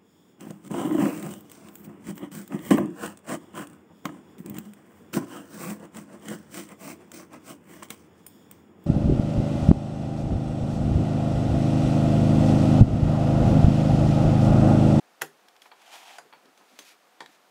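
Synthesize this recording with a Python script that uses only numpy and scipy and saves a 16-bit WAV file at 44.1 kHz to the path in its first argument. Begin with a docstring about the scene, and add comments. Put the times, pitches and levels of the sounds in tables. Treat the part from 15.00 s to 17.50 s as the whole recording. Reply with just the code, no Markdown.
"""Short chattering clicks of metal parts meeting, as a lens is seated on a camera's bayonet mount and twisted home.
Each click is an enveloped flurry of impacts, filtered by its part, plus decaying body modes and a room echo.
The flange and then a ring scrape as they turn: filtered stick-slip noise, with short bright swells of scraping.
Fingers shift their grip on the housing in dull resonant rubs of the same friction noise.
Behind them lies the soft hiss of a small quiet room: steady filtered noise."""
import sys
import numpy as np
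from scipy import signal
from scipy.fft import rfft, irfft
from scipy.io import wavfile
from scipy.ndimage import uniform_filter1d, map_coordinates

SR = 44100
rng = np.random.default_rng(int(sys.argv[2]) if len(sys.argv) > 2 else 0)


def file_out(sig):
    """Save sig as 16-bit WAV at sys.argv[1]."""
    # one column per channel
    cols = np.atleast_2d(sig).T
    # limit, then scale
    lim = np.clip(cols, -1, 1)
    pcm = np.round(lim * 32767).astype(np.int16)
    wavfile.write(sys.argv[1], SR, pcm)


N = 110250
T = np.arange(N) / SR

# impacts of the parts: (time [s], part, level [dB], rise [ms], hold [ms], decay to 1/e [ms],
# body ring re impact [dB], room echo re impact [dB])
IMPACTS = [(.2118, "edge", -37.5, 2.8, 2.1, 0.89, -9, 2), (0.2175, "flange", -18, 1.37, 0.11, 2.4, -7, -13),
           (.2222, "flange", -32.5, 0.62, 2.4, 3.3, -10, -3),
           (0.4835, "edge", -50.5, 0.49, 2.7, 3.2, -35, -23),
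           (0.5545, "barrel", -55, 1.3, 1.2, 4.1, -20, -26),
           (0.5635, "edge", -52.5, 0.89, 1.4, 1.2, -24, -22),
           (0.6180, "lug", -48.5, 1.1, 2.2, 6.4, -31, -7),
           (0.6557, "barrel", -49, 1.2, 3.6, 4.4, -36, -3.5),
           (0.714, "housing", -46.5, 2.2, 3.6, 5.7, -30, -3.5),
           (1.1833, "latch", -36, 0.78, 0.52, 4.4, -11.5, -5),
           (1.3254, "housing", -45.5, 2.46, 0.98, 2.16, -3, 1.5),
           (1.3345, "barrel", -47.5, 0.85, 3.2, 1.1, -29, -2),
           (1.4552, "edge", -56.5, 0.78, 1.7, 3.1, -14, -17),
           (1.5748, "ring", -54.5, 0.95, 2.1, 2.1, -20, -0.5),
           (1.7888, "ring", -37.5, 1.1, 1.18, 2.9, -18, -3.5),
           (2.2042, "stop", -33, 1.7, 0.81, 2.55, -7.5, -2),
           (2.2596, "pin", -42, 1.06, 1.6, 0.93, -23, -8.5)]
# relative spectral density of each part's impact: part -> (frequency [Hz], level [dB])
IMPACT_COLOURS = { "flange": [(90, -20), (180, -17), (400, -0.5), (620, -6.5), (1100, -3), (1600, 3.5),
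                  (1950, 4), (2250, -12), (2660, -2.5), (3100, -10), (4800, -17), (6800, -11), (7700, -15),
                  (10800, -10.5), (15300, -16.5)], "latch": [(150, -31), (450, -2), (720, 6), (966, 2),
                  (2100, -2), (3160, -7), (4140, -11.5), (6900, -13), (9900, -11.5), (15500, -29)],
                  "ring": [(100, -17), (250, -0.5), (900, -2.5), (3300, 0), (7400, -8), (11000, -14.5),
                  (15500, -14)], "stop": [(80, -30), (200, -2), (446, -3), (700, -3), (980, 5), (1340, -9),
                  (1750, -1.5), (2700, -12), (3500, -9), (5380, -14), (8300, -17.5), (15500, -40)],
                  "lug": [(150, -28), (800, -10), (2000, 5.5), (7700, -6.5), (9600, -3.5), (15500, -13)],
                  "pin": [(150, -17), (1900, 4.5), (2750, -6), (3400, 4.5), (5800, -10), (8300, -12.5),
                  (15500, -25)], "edge": [(150, -13), (550, -9), (1700, -3), (3100, -2.5), (5500, -5),
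                  (9000, -17), (15500, -18)], "barrel": [(150, -25), (400, -9), (850, 1.5), (1700, -6.5),
                  (3000, -11), (6000, -35), (15500, -29)], "housing": [(150, -18), (400, -2), (900, 10.5),
                  (1800, 1), (2800, -6.5), (4500, -6), (5400, -34), (15500, -34)]}
# resonances of each part: part -> (frequency [Hz], width [Hz], rise [dB])
PART_RESONANCES = { "flange": [(412, 70, 6), (522, 60, 6), (778, 80, 9), (6676, 180, 7), (7220, 160, 8),
                   (10840, 300, 5)], "latch": [(710, 70, 9), (1490, 260, 9), (4820, 300, 13),
                   (6900, 550, 10)], "ring": [(3380, 160, 6), (6220, 300, 13), (8750, 250, 7),
                   (9950, 160, 11)], "stop": [(935, 100, 6), (1820, 260, 9), (2300, 170, 8),
                   (3330, 260, 10), (3830, 200, 5.5), (4560, 300, 9)], "lug": [(3350, 300, 14),
                   (4750, 300, 7), (5420, 300, 8), (6340, 280, 8)], "pin": [(1760, 160, 8), (3860, 90, 10)],
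                   "edge": [(880, 200, 13), (1670, 180, 7), (3320, 200, 6), (5450, 250, 5)],
                   "barrel": [(1020, 140, 4), (2300, 250, 4)], "housing": [(2310, 180, 11), (2800, 160, 8),
                   (3300, 220, 11), (4420, 400, 9)]}


def clicks(size=16384):
    """Impact excitation: each contact force drives its part, with body modes and a diffuse echo added."""
    out = np.zeros(N + size)
    t = T[:size]
    ms = t * 1000
    for start_s, part, db, rise, hold, decay, ring_db, room_db in IMPACTS:
        attack = np.minimum(ms / rise, 1)
        env = attack * np.exp(-np.maximum(ms - rise - hold, 0) / decay)
        hit = unit(colour(chatter(env), IMPACT_COLOURS[part], PART_RESONANCES[part]))
        ring = body(t)
        echo = unit(signal.fftconvolve(hit, room())[:size])
        start = int(start_s * SR)
        strength = undb(db) * np.sqrt(np.mean(env ** 2))
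        out[start:start + size] += strength * (hit + undb(ring_db) * ring + undb(room_db) * echo)
    return out[:N]


def chatter(env, count=5):
    """Repeated micro-impact: a flurry of similar strength under an envelope, nearly white in spectrum."""
    x = env * rng.standard_normal(len(env))
    for _ in range(count):
        # flatten the spectrum, then even out the local level
        z = rfft(x)
        x = irfft(z / (np.abs(z) + 1e-12), len(env))
        local_rms = np.sqrt(np.abs(uniform_filter1d(x ** 2, size=32)) + 1e-18)
        x = env * np.tanh(.5 * x / local_rms)
    return x


BUILD_CYCLES = 1.05  # build-up time constant, in cycles of each mode
# modes of camera and lens: (frequency [Hz], relative level [dB], T60 [s])
BODY_MODES = [(154, -8.5, .26), (250, -7, .22), (322, -4, .16), (415, 1, .14), (467, -5, .12),
              (529, -1, .13), (690, -4, .1), (777, 4.5, .12), (931, -6, .12), (1200, -4, .1),
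              (1441, -1, .1), (1502, -2, .1), (1663, -2, .09), (1869, -6, .07), (1993, -2, .065)]


def body(t):
    """Modal superposition: each mode swells over its first cycles, then decays exponentially."""
    total = 0
    for hz, db, t60 in BODY_MODES:
        tone = np.sin(2 * np.pi * (hz * t + rng.random()))
        build = 1 - np.exp(-hz * t / BUILD_CYCLES)
        total = total + undb(db) * tone * build * np.exp(-np.log(1000) * t / t60)
    return unit(total)


TWIST_DB, TURN_DB = -3.5, -1  # gains added to the two stroke curves
# flange sliding round in the mount, before TWIST_DB: (time [s], level [dB])
TWIST_STROKE = [(.76, -64), (.82, -55), (.905, -49), (.946, -40.5), (.99, -50.5), (1.04, -47), (1.12, -45),
                (1.178, -50), (1.205, -69)]
# relative spectral density of the flange's scrape: (frequency [Hz], level [dB])
TWIST_SPECTRUM = [(100, -47), (160, -30), (300, -8), (490, -10.5), (751, 4), (1220, -3.5), (3160, -2),
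                  (4100, -7.5), (6300, -9.5), (15500, -22.5)]
# resonances that the sliding excites: (frequency [Hz], width [Hz], rise [dB])
TWIST_RESONANCES = [(730, 180, 4), (915, 33, 7), (2460, 130, 5.5), (3210, 190, 4)]
# ring turning on the barrel, before TURN_DB: (time [s], level [dB])
TURN_STROKE = [(1.55, -80), (1.70, -64), (1.81, -59.5), (1.88, -52.5), (1.925, -55), (1.955, -69)]
# relative spectral density of the ring's scrape: (frequency [Hz], level [dB])
TURN_SPECTRUM = [(200, -12.5), (800, -5.5), (1600, 4), (2500, 3.5), (3500, 4), (5000, 2.5), (6700, -1.5),
                 (8000, -3), (11000, -4), (15500, -11)]
# resonances of the turning ring: (frequency [Hz], width [Hz], rise [dB])
TURN_RESONANCES = [(2480, 350, 6), (6700, 670, 4.5)]
# short bright swells of metal scraping, in the ring's colour; the one at .905 s brightens
# the flange's slide: (time [s], length [s], level [dB])
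BRIGHT_SWELLS = [(.615, 0.092, -63), (.817, 0.0075, -55), (.905, 0.13, -52.5), (2.27, 0.11, -63)]


def scrapes():
    """Friction-excited resonance: the flange grinds in the mount, the ring turns lightly, bright swells join."""
    twist = drift(colour(friction(), TWIST_SPECTRUM, TWIST_RESONANCES))
    bright = drift(colour(friction(), TURN_SPECTRUM, TURN_RESONANCES))
    bright_gain = stroke(TURN_STROKE) * undb(TURN_DB) + swells(BRIGHT_SWELLS)
    return twist * stroke(TWIST_STROKE) * undb(TWIST_DB) + bright * bright_gain


CATCHES_PER_S, CATCH_SPREAD_DB = 1100, 4  # mean rate; mean of the exponential spread before its cap
SMOOTH_SHARE = 0.78  # share of the power in smooth sliding
JUDDER_HZ, JUDDER_DB = 108, 1.05  # unevenness of the hand's pressure: new values per second, spread


def friction():
    """Stick-slip: dense uneven catches over smooth sliding noise, both juddering with the pressure."""
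    caught = rng.random(N) < CATCHES_PER_S / SR
    size_db = CATCH_SPREAD_DB * np.minimum(rng.exponential(size=N), 4)
    catches = caught * rng.choice([-1, 1], N) * undb(size_db)
    smooth = rng.standard_normal(N)
    judder = np.interp(T * JUDDER_HZ, np.arange(N), rng.standard_normal(N))
    mix = np.sqrt(1 - SMOOTH_SHARE) * unit(catches) + np.sqrt(SMOOTH_SHARE) * smooth
    return mix * undb(JUDDER_DB * judder)


DRIFT_HZ, DRIFT_SHARE = 22, .03  # new values per second; spread as a fraction of the frequency


def drift(x):
    """Frequency modulation by time warping: resonances wander as the point of contact moves."""
    speed = 1 + DRIFT_SHARE * np.interp(T * DRIFT_HZ, np.arange(N), rng.standard_normal(N))
    return map_coordinates(x, [np.cumsum(speed)], mode="mirror")


def stroke(curve):
    """Amplitude envelope: gain along (time [s], level [dB]) points, at -120 dB outside them."""
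    p = np.array(curve)
    return undb(np.interp(T, p[:, 0], p[:, 1], left=-120, right=-120))


def swells(rows):
    """Amplitude envelope: short swells, each rising and falling as a half sine."""
    total = 0
    for start_s, length_s, db in rows:
        total = total + undb(db) * np.sin(np.pi * np.clip((T - start_s) / length_s, 0, 1))
    return total


GRIP_WIDTH_HZ, GRIP_RISE_DB = 130, 14  # of each rub's resonance
# fingers shifting on the housing: (time [s], length [s], level [dB], resonance [Hz])
GRIP_SHIFTS = [(0.203, 0.014, -52.5, 416), (1.233, 0.045, -55, 430), (1.422, 0.086, -59, 270),
               (1.587, 0.07, -59, 990), (1.70, 0.064, -61.5, 278), (2.281, 0.026, -60, 265)]
# relative spectral density of skin on the housing: (frequency [Hz], level [dB])
GRIP_SPECTRUM = [(80, -30), (170, -6), (450, -4), (1800, -12), (6000, -36)]


def fingers():
    """Friction through a resonator: dull rubs of skin, each with its own hollow resonance."""
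    total = 0
    for start_s, length_s, db, hz in GRIP_SHIFTS:
        rub = friction() * swells([(start_s, length_s, db)])
        total = total + colour(rub, GRIP_SPECTRUM, [(hz, GRIP_WIDTH_HZ, GRIP_RISE_DB)])
    return total


ROOM_DELAY_S, ROOM_BUILD_S = 0.00037, 0.0032
# reverberation bands: (centre [Hz], T60 [s], relative level [dB])
ROOM_BANDS = [(150, 0.18, 5), (387, 0.21, 4.5), (920, 0.14, 3.5), (1990, 0.18, -1), (4000, 0.18, -1),
              (8000, 0.19, 1), (15200, 0.16, 2.5)]


def room(size=16384):
    """Diffuse reverberation: a unit-energy noise response whose bands decay at their own rates."""
    t = T[:size]
    hz = np.arange(size // 2 + 1) * SR / size + 1
    noise = rfft(rng.standard_normal(size))
    centres = np.log([row[0] for row in ROOM_BANDS])
    out = 0
    for (_, t60, db), pick in zip(ROOM_BANDS, np.eye(len(ROOM_BANDS))):
        band = irfft(noise * np.interp(np.log(hz), centres, pick))  # triangular band on a log axis
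        out = out + undb(db) * band * np.exp(-np.log(1000) * t / t60)
    out = out * np.clip((t - ROOM_DELAY_S) / ROOM_BUILD_S, 0, 1)
    return out / np.sqrt(np.sum(out ** 2))


HISS_DB = -61
WHINE_HZ, WHINE_WIDTH_HZ, WHINE_DB = 13550, 440, 3  # a narrow rise in the hiss
# relative spectral density of the hiss: (frequency [Hz], level [dB])
HISS_SPECTRUM = [(25, -33.5), (140, -22.5), (200, -13), (390, -9.5), (640, -9), (735, -4), (830, -9),
                 (1250, -10), (2000, -15), (3300, -18.5), (7000, -24.5), (15800, -31.5)]


def air():
    """Stationary filtered noise: the steady room hiss."""
    noise = rng.standard_normal(N)
    return undb(HISS_DB) * colour(noise, HISS_SPECTRUM, [(WHINE_HZ, WHINE_WIDTH_HZ, WHINE_DB)])


def colour(x, points, rings=()):
    """Minimum-phase filtering: a causal unit-power response through the points, with resonances on top."""
    hz = np.arange(len(x) // 2 + 1) * SR / len(x) + 1  # 1 Hz up, to keep the logarithm finite
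    p = np.array(points, float)
    db = np.interp(np.log(hz), np.log(p[:, 0]), p[:, 1])
    for f, width, rise in rings:
        db = db + rise / (1 + (2 * (hz - f) / width) ** 2)
    # folding the cepstrum onto positive time makes the filter causal
    cepstrum = irfft(np.log(unit(undb(db))), len(x))
    cepstrum[1:len(x) // 2] *= 2
    cepstrum[len(x) // 2 + 1:] = 0
    return irfft(rfft(x) * np.exp(rfft(cepstrum)), len(x))


def undb(db):
    """Logarithmic level: decibels to amplitude gain."""
    return 10 ** (np.asarray(db) / 20)


def unit(x):
    """Power normalization: scale to rms 1."""
    return x / np.sqrt(np.mean(x ** 2))


def scene():
    """Linear superposition: all sources summed into one channel."""
    return (clicks() + scrapes() + fingers() + air())[None]


LOW_CUT_HZ, TOP_HZ = 125, 15600


def record(dry):
    """Band limiting: a gentle high-pass thins the bass and an elliptic low-pass cuts the top steeply."""
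    high_pass = signal.butter(2, LOW_CUT_HZ, "high", fs=SR, output="sos")
    low_pass = signal.ellip(10, .2, 80, TOP_HZ, fs=SR, output="sos")  # ripple, stopband [dB]
    return signal.sosfilt(low_pass, signal.sosfilt(high_pass, dry))


dry = scene()
out = record(dry)
file_out(out)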